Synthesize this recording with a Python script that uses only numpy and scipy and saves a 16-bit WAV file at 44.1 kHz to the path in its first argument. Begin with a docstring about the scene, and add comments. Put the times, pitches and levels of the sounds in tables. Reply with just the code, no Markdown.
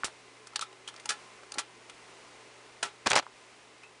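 """Two bare feet squeeze an open cardboard box of foam peanuts on a wooden floor in a small, quiet room.
Soft hiss, a faint drone and mains hum run throughout. The board opens with dull taps and a snap, then
crackles for 2 s in bursts of tiny clicks that ring its panels. At 2.8 s it crackles and snaps again.
At 3.1 s the box is shoved and judders over the floor with sharp snaps; a dull tap follows.
A last faint crackle and ringing tick come at 3.8 s."""
import sys
import numpy as np
from scipy import signal
from scipy.fft import rfft, irfft
from scipy.io import wavfile
from scipy.ndimage import uniform_filter1d

SR = 44100
rng = np.random.default_rng(int(sys.argv[2]) if len(sys.argv) > 2 else 0)


def transcribe(signal):
    """Save signal, clipped to [-1, 1], as a 16-bit WAV file at the path in sys.argv[1]."""
    frames = np.atleast_2d(signal).T
    limited = np.clip(frames, -1, 1)
    pcm = np.round(limited * 32767).astype(np.int16)
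    wavfile.write(sys.argv[1], SR, pcm)


N = 176400

# hiss spectrum: f/Hz, gain/dB
HISS_SPECTRUM = [(25, -27), (55, -13.5), (100, -21), (160, -13.5), (230, -8.5), (380, -4), (560, -5.5),
                 (1050, -6), (1640, -9), (2600, -8), (3200, -12.5), (5600, -15.5), (10000, -21)]
# hiss envelope: t/s, level/dB
HISS_ENVELOPE = [(0, -53.5), (.25, -55), (.7, -56), (.95, -55), (1.2, -51.5), (1.45, -54.5), (1.8, -55),
                 (2.1, -52.5), (2.6, -54), (3, -55.5), (3.4, -51), (4, -54.5)]
# room drone bands: f/Hz, width/Hz, level/dB
DRONE_BANDS = [(380.3, 17, -69.5), (434.3, 24, -68.5), (1035, 14, -69.5), (2060, 100, -69)]
# dull panel taps: t/s, peak/dB, f/Hz, width/Hz
PANEL_TAPS = [(.0346, -18.5, 1355, 620), (.038, -25.5, 1170, 900), (.082, -32.5, 980, 1200),
              (3.266, -28, 1060, 600)]
# crackles of the squeezed board: t/s, level/dB, decay/ms, tilt/(dB/oct), patch f/Hz, patch gain/dB
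BOARD_CRACKLES = [(.0440, -25, 13, 3, 1300, -6), (.4695, -38, 4.7, 3, 4800, -12),
                  (.533, -43, 3, -3, 3000, -7), (.5578, -21, 4.5, 2, 4600, 4),
                  (.592, -26.5, 1.7, 0, 4500, -3), (.610, -28.5, 11, 2.5, 3600, 6),
                  (.6225, -28.5, 6.7, 0.5, 1270, 8), (.727, -46.5, 2.7, -2, 3000, -6),
                  (.875, -33, 6.1, 2, 3170, 13), (.885, -36.5, 8.1, 1, 3020, 1),
                  (.940, -43.5, 3, -2.5, 1200, 0), (.9615, -41, 2.7, 1.5, 4800, 14),
                  (.975, -49, 8.9, -2, 2000, 16), (.997, -42, 6, 2, 2100, 3),
                  (1.056, -27.5, 3.6, 3, 830, 5), (1.0905, -22.5, 11.7, 1.5, 4800, 1),
                  (1.103, -24.5, 7.2, 0.5, 1680, 6), (1.117, -33.5, 13, -0.5, 1410, 4),
                  (1.431, -46.5, 5.1, -4.5, 1500, -1), (1.5195, -28, 2, 1.5, 4630, 0),
                  (1.5395, -34.5, 5.3, 3, 4500, 1), (1.5555, -39, 3.7, -11, 856, 0),
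                  (1.574, -37.5, 6.1, -10, 400, -4), (1.583, -22.5, 6.3, 1, 1240, -2),
                  (1.590, -25.5, 8.7, 0.7, 810, -3), (1.896, -39, 4, -0.5, 3350, 1),
                  (2.8275, -21.5, 8.6, -0.5, 696, 7), (2.849, -35.5, 19.5, -2, 1370, -16),
                  (3.832, -44.5, 9.7, -2.5, 2620, 11)]
# crackle spectrum: f/Hz, gain/dB
CRACKLE_SPECTRUM = [(40, -28), (150, -18), (300, -9), (600, -4.5), (1100, 0), (2200, 0), (4500, -1),
                    (7000, -2.5), (10000, -5.5)]
# box resonances: f/Hz, width/Hz, gain/dB
PANEL_MODES = [(257, 50, 0.5), (403, 22, 4), (610, 22, -5), (840, 24, 9), (943, 25, 0), (1184, 38, 1.5),
               (1333, 78, 8), (1704, 24, -3.5), (2420, 97, -3.5), (2804, 93, -5), (3220, 31, -2),
               (4220, 70, -5), (5520, 120, -3)]
# sharp board snaps: t/s, peak/dB, f/Hz, width/Hz
BOARD_SNAPS = [(.0445, -10.5, 380, 4430), (2.8296, -24, 1500, 3000), (3.0724, -2, 3000, 5000),
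               (3.1169, -4.5, 2000, 1800), (3.1325, -5, 2200, 3500), (3.1602, -12.5, 2500, 4000),
               (3.1814, -13, 2800, 3500)]
# slips of the box on the floor: t/s, level/dB, decay/ms, tilt/(dB/oct)
FLOOR_SLIPS = [(3.060, -23.5, 11, -0.5), (3.0665, -17.5, 5.3, -1.5), (3.077, -22.5, 1.6, -3),
               (3.085, -36.5, 22, 4), (3.100, -19, 6, 9.5), (3.1065, -18.5, 4.3, -0.5),
               (3.114, -17.5, 2.4, 0.5), (3.123, -29, 3.6, -3), (3.130, -19, 5.5, -1),
               (3.141, -21.5, 5.2, -4.5), (3.1535, -14, 3.4, 3.5), (3.160, -11, 7.4, 1),
               (3.172, -14, 3.6, 1.5), (3.179, -16.5, 3.2, -1), (3.187, -17, 2.7, 2),
               (3.194, -18.5, 3.4, -1.5), (3.224, -38, 5.9, -2.5)]
# slip spectrum: f/Hz, gain/dB
SLIP_SPECTRUM = [(30, -28), (110, -8), (200, -11), (270, -7), (600, -1), (950, 0.5), (1350, 0), (2200, -3),
                 (4500, -8), (7000, -12.5), (10000, -23)]
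# faint ringing tick: t/s, peak/dB, f/Hz, width/Hz
RINGING_TICK = [(3.833, -47.5, 2620, 23)]
# room tail spectrum: f/Hz, gain/dB
ROOM_SPECTRUM = [(60, 9), (300, 9), (1500, 8.5), (4000, 11), (10000, -30)]

GRAINS_PER_S, TILT_PIVOT_HZ, PATCH_Q = 16000, 2500, 9.7
TOP_HZ = 10100


def undb(db):
    """dB to gain."""
    return 10 ** (np.asarray(db) / 20)


def freqs(size):
    """FFT bin frequencies in Hz, floored at 1."""
    return np.maximum(np.arange(size // 2 + 1) * SR / size, 1)


def colour(spectrum, f):
    """Gain of a spectrum table, interpolated over log f."""
    hz, db = np.array(spectrum, float).T
    return undb(np.interp(np.log(f), np.log(hz), db))


def resonance(f, hz, width_hz):
    """One damped mode, 1 at its centre."""
    return 1 / (1 + 1j * (f * f - hz * hz) / (f * width_hz))


def noise(response):
    """Shaped noise, rms 1."""
    x = irfft(rfft(rng.standard_normal(N)) * response, N)
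    return x / np.sqrt(np.mean(x ** 2))


def add(out, start_s, sound):
    """Mix a sound in at start_s."""
    i = max(int(start_s * SR), 0)
    out[i:i + len(sound)] += sound[:max(N - i, 0)]


def background(hum_hz=120, hum_db=-72):
    """Slowly swelling hiss, narrow-band drone, mains hum."""
    t, f = np.arange(N) / SR, freqs(N)
    hiss_db = np.interp(t, *np.array(HISS_ENVELOPE).T)
    hiss = undb(hiss_db) * noise(colour(HISS_SPECTRUM, f))
    drone = sum(undb(db) * noise(resonance(f, hz, width) ** 2) for hz, width, db in DRONE_BANDS)
    hum = undb(hum_db) * np.sqrt(2) * np.sin(2 * np.pi * hum_hz * t)
    return hiss + drone + hum


def knocks(rows, order, size=16384):
    """Single blows, each into one damped mode; higher order, softer contact."""
    out, f = np.zeros(N), freqs(size)
    blow = rfft(signal.unit_impulse(size, 8)) / (1 + 1j * f / TOP_HZ)
    for start_s, peak_db, hz, width_hz in rows:
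        ring = irfft(blow * resonance(f, hz, width_hz) ** order)
        add(out, start_s, -undb(peak_db) * ring / np.abs(ring).max())
    return out


def click_bursts(rows, spectrum, rise_ms, spread_db, ring_gain, size=16384):
    """Showers of tiny clicks swell, decay and ring the box, plus one patch of board if listed."""
    out, f = np.zeros(N), freqs(size)
    lead = size // 16
    from_peak_ms = (np.arange(size) - lead) * 1000 / SR - rise_ms
    swell_ms = rise_ms / 2
    modes = sum(undb(db) * resonance(f, hz, width) for hz, width, db in PANEL_MODES)
    body = colour(spectrum, f) * (1 + ring_gain * modes)
    for start_s, level_db, decay_ms, tilt_db_per_oct, *patch in rows:
        envelope = np.exp(np.minimum(from_peak_ms / swell_ms, -from_peak_ms / decay_ms))
        polarity, strength = rng.standard_normal((2, size))
        fires = rng.random(size) < GRAINS_PER_S / SR
        grains = fires * np.sign(polarity) * undb(spread_db * strength)
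        response = body * undb(tilt_db_per_oct * np.log2(np.maximum(f, 500) / TILT_PIVOT_HZ))
        if patch:
            patch_hz, patch_db = patch
            response *= 1 + undb(patch_db) * resonance(f, patch_hz, patch_hz / PATCH_Q)
        burst = irfft(rfft(grains * envelope) * response)
        burst *= np.linalg.norm(envelope) / np.linalg.norm(burst)
        add(out, start_s - lead / SR, undb(level_db) * burst)
    return out


def board_crackle():
    """Squeezed board crackles and rings its panels strongly."""
    return click_bursts(BOARD_CRACKLES, CRACKLE_SPECTRUM, rise_ms=1.64, spread_db=3.5, ring_gain=0.93)


def floor_judder():
    """The shoved box moves in quick slips that ring it weakly."""
    return click_bursts(FLOOR_SLIPS, SLIP_SPECTRUM, rise_ms=2.6, spread_db=3, ring_gain=0.32)


def room(x, wet_db, t60_s=0.15, gap_s=0.0044):
    """Direct sound plus the short tail of a furnished room."""
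    t = np.arange(SR // 2) / SR
    envelope = np.exp(-np.log(1000) * t / t60_s) * (t > gap_s)
    tail = rng.standard_normal(len(t)) * envelope
    tail = irfft(rfft(tail) * colour(ROOM_SPECTRUM, freqs(len(t))), len(t))
    return x + undb(wet_db) * signal.fftconvolve(x, tail / np.linalg.norm(tail))[:N]


def scene():
    """Box sounds in the room, over the background; mono."""
    taps = knocks(PANEL_TAPS, order=2)
    crackle = board_crackle()
    snaps = knocks(BOARD_SNAPS, order=1)
    judder = floor_judder()
    tick = knocks(RINGING_TICK, order=1)
    box = room(crackle, wet_db=-17.5) + room(judder, wet_db=-33) + room(taps + snaps + tick, wet_db=-16)
    return (box + background())[None]


def record(dry, knee_db=-24, cut_db_per_db=0.47, sense_s=0.015, release_db_per_s=1.645):
    """Gain control ducks on loud sounds and recovers slowly; steep low-pass."""
    power = np.abs(uniform_filter1d(dry[0] ** 2, int(sense_s * SR)))
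    over_db = np.maximum(10 * np.log10(power + 1e-12) - knee_db, 0)
    release_db = release_db_per_s * np.arange(N) / SR
    cut_db = np.maximum.accumulate(cut_db_per_db * over_db + release_db) - release_db
    lowpass = signal.ellip(10, rp=0.2, rs=65, Wn=TOP_HZ, fs=SR, output="sos")
    return signal.sosfilt(lowpass, dry * undb(-cut_db))


dry = scene()
out = record(dry)
transcribe(out)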